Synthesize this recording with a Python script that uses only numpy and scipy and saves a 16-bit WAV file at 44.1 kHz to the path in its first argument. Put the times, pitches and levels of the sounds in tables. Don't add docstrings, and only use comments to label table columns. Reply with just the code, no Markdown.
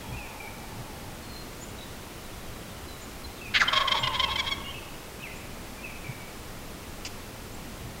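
import sys
import numpy as np
from scipy import signal
from scipy.fft import rfft, irfft, next_fast_len
from scipy.io import wavfile

SR = 44100
rng = np.random.default_rng(int(sys.argv[2]) if len(sys.argv) > 2 else 0)


def waveform_to_disk(signal):
    frames = np.transpose(np.atleast_2d(signal))
    scaled = np.clip(frames, -1, 1) * 32767
    samples = np.round(scaled).astype(np.int16)
    wavfile.write(sys.argv[1], SR, samples)


N = 352800

# start and length in seconds, effort in dB, the mouth
# resonance's first and last frequency and width in Hz, upper resonance in Hz, its relative level in dB.
YELPS = [(3.537, 0.062, -23, 1850, 1790, 915, 3200, -1), (3.593, 0.061, -20, 2100, 1240, 560, 4800, -8.5)]


def yelp(start, length, effort_db, first_hz, last_hz, width_hz, upper_hz, upper_db,
         pulse_hz=630, jitter=0.19, shimmer_db=1.5, rasp=0.035, attack_s=0.017, release_s=0.035):
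    t = np.arange(0, length, 1 / SR)
    n = len(t)
    drop = (1 + np.tanh((t - 0.024) / 0.0089)) / 2
    mouth_hz = first_hz + (last_hz - first_hz) * drop
    cycles = np.cumsum(pulse_hz * (1 + jitter * wander(n, 392))) / SR
    pulses = np.diff(np.floor(cycles), prepend=0) * amp(shimmer_db * wander(n, 500))
    source = butterworth(pulses + rasp * wander(n, SR), 2, [600, 7500])
    mouth = unit_rms(resonate(source, mouth_hz, width_hz))
    upper = amp(upper_db) * unit_rms(resonate(source, upper_hz, width_hz=1900))
    direct = amp(-13) * unit_rms(butterworth(source, 4, [3800, 6200]))
    envelope = np.minimum(t / attack_s, 1) * ramp((length - t) / release_s)
    return start, amp(effort_db) * (mouth - upper + direct) * envelope


# frequency in Hz, width in Hz, gain in dB.
LOW_MODES = [(1020, 340, 12), (564, 53, -9)]
RING_MODES = [(3173, 310, 4.5), (3730, 380, -2.5)]
OVERTONE_MODES = [(2220, 1070, 9.5), (4100, 1100, 5.5), (5300, 1200, 5), (6720, 530, 0.5)]


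def gobble_note(peak, length, hz, glide, rough, low_db, ring_db, overtones_db,
                lean=0, throat_tuning=1, jitter=0.1066, flutter=2.67, slope_db_per_octave=-5.5):
    t, bell = swell(length, lean)
    n = len(t)
    settle_s = 0.67 * length
    octaves = glide * settle_s * np.tanh(t / settle_s)
    cycles = np.cumsum(hz * 2 ** octaves * (1 + jitter * rough * wander(n, 605))) / SR
    tone = unit_rms(sum(amp(slope_db_per_octave * np.log2(k)) * np.cos(2 * np.pi * k * cycles)
                        for k in range(1, 9)))
    modulator = np.cos(2 * np.pi * .44 * cycles + .7 * wander(n, 120))
    source = tone * (1 + flutter * rough * modulator) + rough * wander(n, SR)
    low = amp(low_db) * formants(source, LOW_MODES)
    ring = amp(ring_db) * formants(source, np.multiply(RING_MODES, [throat_tuning, 1, 1]))
    overtones = amp(overtones_db) * formants(source, OVERTONE_MODES)
    direct = amp(overtones_db - 25.5) * unit_rms(butterworth(source, 2, [6400, 9000]))
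    return peak + t[0], (low + ring + overtones + direct) * bell


# peak time and length in seconds, pitch in Hz, glide in
# octaves per second, lean from -1 (sharp start) to 1 (sharp end), level in dB, roughness from 0 to 1,
# then the low and ring resonances in dB relative to that level.
RATTLE_NOTES = [ (3.687, .011, 1028, -7, -0.1, -30, 0.22, -2, 9),
                (3.734, .015, 1077, -4, -0.36, -26, 0.66, 3, -1.5),
                (3.776, 0.025, 1091, -1.5, 0.27, -24.5, 0.5, 2.5, 1.5),
                (3.882, 0.013, 1044, -4.5, -.35, -27.5, .37, -4.5, 3),
                (3.923, 0.014, 1065, -4.5, 0, -24.5, 0.39, -1.5, 2.5),
                (4.038, 0.018, 1040, -4.5, -0.53, -30, 0.32, -6.5, 3.5),
                (4.077, .009, 1018, -14, 0, -26.5, 0.31, 3, -2),
                (4.200, 0.015, 1026, -2.5, -.4, -27, 0.34, 0.5, 4),
                (4.245, 0.018, 1026, -9.5, 0.45, -27, 0.23, 1, 1),
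                (4.361, .010, 1050, -8, -0.34, -28.5, 0.2, -6, 1),
                (4.402, 0.02, 1100, -4.5, 0.41, -25.5, 0.24, -7, -1),
                (4.523, .018, 1102, -3, -0.097, -27.5, 0.09, -4, -0.5)]
# burr time in seconds,
# burr level in dB, the hoot's lead in seconds, its pitch in Hz, its level in dB.
SLACK_NOTES = [(3.819, -37, .008, 1103, -25.5), (3.978, -31.5, .023, 925, -27), (4.154, -33, .02, 898, -36),
               (4.317, -34.5, .025, 846, -35), (4.479, -34, .028, 921, -37)]
# peak time and length in seconds, pitch in Hz, level in dB.
UNDERTONE = (4, 0.55, 1079.5, -40.5)


def rattle():
    voice = np.zeros(N)
    for peak, length, hz, glide, lean, db, rough, low_db, ring_db in RATTLE_NOTES:
        add(voice, *gobble_note(peak, length, hz, glide, rough, db + low_db, db + ring_db, db, lean))
    for peak, burr_db, lead, hoot_hz, hoot_db in SLACK_NOTES:
        add(voice, *gobble_note(peak - lead, length=.02, hz=hoot_hz, glide=-4, rough=0.51,
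                                low_db=hoot_db, ring_db=hoot_db - 5.5, overtones_db=hoot_db - 5.5))
        add(voice, *gobble_note(peak, length=.026, hz=1083, glide=0, rough=0.5, throat_tuning=1.019,
                                low_db=burr_db - 3, ring_db=burr_db + 3, overtones_db=burr_db))
    peak, length, hz, db = UNDERTONE
    add(voice, *gobble_note(peak, length, hz, glide=-.7, rough=.35,
                            low_db=db, ring_db=db - 14, overtones_db=db - 14))
    return voice


# frequency in Hz, width in Hz, gain in dB.
BEAK_MODES = [(2640, 1200, 1.5), (4900, 1300, 1), (6800, 2200, -3)]


def spit(start=7.047, length=0.042, db=-32.5, decay_db_per_s=250, attack_s=0.0047, release_s=0.016):
    t = np.arange(0, length, 1 / SR)
    hiss = butterworth(wander(len(t), SR), 3, [1700, 9500])
    puff = ramp(t / attack_s) * amp(db - decay_db_per_s * t) * ramp((length - t) / release_s)
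    return start, formants(hiss, BEAK_MODES) * puff


def whistle(start, length, from_hz, to_hz, db, waver_hz=12, fade_db=-5, flutter_db=3, attack_s=0.0063):
    t = np.arange(0, length, 1 / SR)
    n = len(t)
    hz = from_hz * (to_hz / from_hz) ** (t / length)
    cycles = np.cumsum(hz + waver_hz * wander(n, 150)) / SR
    fray = 0.57 / (1 + (hz / 3300) ** 8) * wander(n, 170)
    tone = unit_rms(np.sin(2 * np.pi * cycles) + fray * np.cos(2 * np.pi * cycles))
    level = amp(db + fade_db * t / length + flutter_db * wander(n, 55))
    return start, tone * level * ramp(t / attack_s) * signal.windows.tukey(n, .15)


# start and length in seconds, first and last pitch in Hz, relative level in dB.
WHISTLES = [ (0, .14, 3320, 3310, -55), (.01, 0.084, 2580, 2320, -53), (0.12, 0.049, 2416, 2470, -43.5),
            (0.16, 0.12, 2786, 2200, -42), (0.397, 0.094, 2380, 2240, -43.5),
            (1.22, .14, 4300, 4220, -53.5), (1.328, .105, 4160, 4180, -46.5),
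            (1.782, 0.063, 3870, 3890, -46), (1.803, 0.12, 3540, 3580, -53),
            (2.878, 0.093, 4100, 3850, -52), (3.239, .028, 4150, 4050, -45), (3.378, .03, 3750, 3200, -45),
            (3.41, 0.089, 2710, 2375, -40), (4.026, 0.062, 2840, 2900, -32.5),
            (4.24, 0.064, 2750, 2550, -37), (4.597, 0.026, 3280, 2830, -44),
            (4.641, 0.067, 2824, 2870, -38.5), (4.677, 0.042, 2940, 3180, -39.5),
            (4.738, 0.061, 2596, 2636, -40.5), (5.2, 0.062, 2505, 2660, -43),
            (5.221, 0.063, 3100, 1994, -41.5), (5.268, .07, 2020, 2100, -48), (5.29, .08, 2520, 2410, -46),
            (5.771, 0.063, 2360, 2440, -46.5), (5.825, 0.096, 2714, 2260, -38.5),
            (6.039, 0.092, 2386, 2210, -42.5), (6.185, 0.057, 2310, 2240, -50)]
# start in seconds, pitch in Hz, relative level in dB.
CHIPS = [(1.61, 6770, -42), (3.012, 6770, -47), (3.99, 7000, -42), (5.355, 6960, -49.5), (7.522, 7050, -47)]


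def songbirds(chip_rise=1.069, twitter_hz=3800):
    song = np.zeros(N)
    for row in WHISTLES:
        add(song, *whistle(*row))
    for start, hz, db in CHIPS:
        add(song, *whistle(start, 0.0363, hz, hz * chip_rise, db, waver_hz=188))
    for start in np.linspace(2.1, 2.9, 12):
        offset, slur = rng.uniform(-0.41, 0.1, 2)
        hz = twitter_hz * 2 ** offset
        add(song, *whistle(start, 0.052, hz, hz * 2 ** (slur / 2), db=-57))
    return song


def far_call(length=1.18, hz=892, sag_hz_per_s=42, width_hz=170, db=-49.5, fade_db=-6):
    t = np.arange(0, length, 1 / SR)
    band = unit_rms(resonate(wander(len(t), SR), hz - sag_hz_per_s * t, width_hz))
    return 0, band * amp(db + fade_db * (t / length) ** 2) * signal.windows.tukey(len(t), .05)


# frequency in Hz, time to fall 60 dB in seconds.
WOODS_T60 = [(500, .8), (1100, .9), (2500, 1.0), (3500, .7), (7000, .35)]
# frequency in Hz, relative gain in dB.
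TURKEY_ECHO = [(500, 9), (1000, 4.5), (1500, 2), (2200, -3), (3300, -6.5), (7000, -9)]
SONGBIRD_ECHO = [(2500, -3.5), (4200, -8), (7000, -12)]


def woods(sound, colour, bands=8, echoes_per_s=1500, build_up_s=.03):
    t, hz = np.arange(SR) / SR, np.fft.rfftfreq(SR, 1 / SR)
    echoes = rng.standard_normal(SR) * (rng.random(SR) < echoes_per_s / SR)
    spectrum = rfft(unit_rms(echoes))
    build_up = (1 - np.exp(-t / build_up_s)) ** 2
    centres, tail = np.geomspace(400, 8000, bands), np.zeros(SR)
    for centre, share in zip(centres, np.eye(bands)):
        envelope = build_up * amp(-60 * t / value_at(WOODS_T60, centre))
        band = irfft(spectrum * np.interp(hz, centres, share), SR)
        tail += amp(value_at(colour, centre)) * band * envelope / np.linalg.norm(envelope)
    return signal.fftconvolve(sound, tail)[:N]


# peak time and length in seconds, frequency in Hz, level in dB.
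THUMPS = [(0.133, 0.066, 120, -40), (.14, 0.093, 57.7, -41), (0.805, 0.034, 115, -39),
          (3.274, 0.045, 64, -40), (4.04, 0.048, 124, -35.5), (4.229, 0.114, 65.5, -42),
          (4.426, 0.47, 76.5, -46.5), (6.098, 0.018, 129, -32), (7.859, 0.05, 125, -40.5)]


def thump(peak, length, hz, db):
    t, bell = swell(length)
    bass = unit_rms(np.sin(2 * np.pi * hz * t + .5 * wander(len(t), 38)))
    return peak + t[0], amp(db) * bell * bass


# frequency in Hz, relative spectral density in dB.
AIR_SPECTRUM = [(8.8, -47), (15, 10.5), (28, -0.5), (108, -1), (158, -5.5), (205, -3), (299, -6.5),
                (345, -6.5), (825, -11.5), (1430, -14.5), (1560, -16.5), (1920, -16), (2880, -18),
                (3230, -19.5), (15500, -28)]
# peak time and half length in seconds, lift of the rumble in dB.
GUST = (0.12, 0.031, 6.3)


def air(wash_db=-41, rumble_top_hz=250, drift_db=-1.53, drift_hz=1, side_db=-71):
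    t, hz = np.arange(N) / SR, np.fft.rfftfreq(N, 1 / SR)
    spectrum = rfft(rng.standard_normal(N)) * amp(value_at(AIR_SPECTRUM, hz))
    wash = amp(wash_db) * unit_rms(irfft(spectrum, N))
    rumble = irfft(rfft(wash) / (1 + (hz / rumble_top_hz) ** 4), N)
    peak, half_length, lift_db = GUST
    gust_db = lift_db * np.exp(-((t - peak) / half_length) ** 2)
    breeze = amp(gust_db + drift_db * wander(N, drift_hz))
    side = amp(side_db) * unit_rms(butterworth(rng.standard_normal(N), 8, 5200, "high"))
    return wash + rumble * (breeze - 1) + np.array([side, -side])


def resonate(x, hz, width_hz):
    carrier = np.exp(2j * np.pi * np.cumsum(hz * np.ones(len(x))) / SR)
    r = np.exp(-np.pi * width_hz / SR)
    baseband = signal.lfilter([(1 - r) ** 2], [1, -2 * r, r * r], x / carrier + 1e-18)
    return 2 * (carrier * baseband).real


def formants(x, modes):
    return unit_rms(sum((-1) ** k * amp(db) * resonate(x, hz, width_hz)
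                        for k, (hz, width_hz, db) in enumerate(modes)))


def butterworth(x, order, edges_hz, kind="band"):
    return signal.sosfilt(signal.butter(order, edges_hz, kind, fs=SR, output="sos"), x)


def wander(size, hz):
    span = max(2 ** 15, next_fast_len(size))
    lowpass = np.exp(-(np.fft.rfftfreq(span, 1 / SR) / hz) ** 2)
    return unit_rms(irfft(rfft(rng.standard_normal(span)) * lowpass, span))[:size]


def swell(length, lean=0):
    rise, fall = length * (1 + np.clip(lean, -.8, .8) * np.array([1, -1]))
    t = np.arange(-1.7 * rise, 1.7 * fall, 1 / SR)
    bell = 2 ** -(abs(2 * t / np.where(t < 0, rise, fall)) ** 1.7)
    return t, bell * signal.windows.tukey(len(t), .2)


def ramp(x):
    return np.sin(np.pi / 2 * np.clip(x, 0, 1)) ** 2


def amp(db):
    return 10 ** (np.asarray(db) / 20)


def unit_rms(x):
    return x / np.sqrt(np.mean(x ** 2) + 1e-20)


def value_at(points, hz):
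    frequencies, values = np.transpose(points)
    return np.interp(np.log(hz + 1), np.log(frequencies + 1), values)


def add(mix, start, sound):
    part = mix[max(round(start * SR), 0):][:len(sound)]
    part += sound[:len(part)]


def scene(turkey_echo_db=-7, bird_db=-2, bird_echo_db=-1.5):
    turkey, background = rattle(), np.zeros(N)
    for row in YELPS:
        add(turkey, *yelp(*row))
    add(turkey, *spit())
    birds = songbirds()
    for row in THUMPS:
        add(background, *thump(*row))
    add(background, *far_call())
    turkey = turkey + amp(turkey_echo_db) * woods(turkey, TURKEY_ECHO)
    birds = amp(bird_db) * birds + amp(bird_echo_db) * woods(birds, SONGBIRD_ECHO)
    return turkey + birds + background + air()


def record(dry):
    lowpass = signal.firwin(511, 15850, window=("kaiser", 9), fs=SR)
    return signal.oaconvolve(dry, lowpass[None], "same", axes=1)


dry = scene()
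out = record(dry)
waveform_to_disk(out)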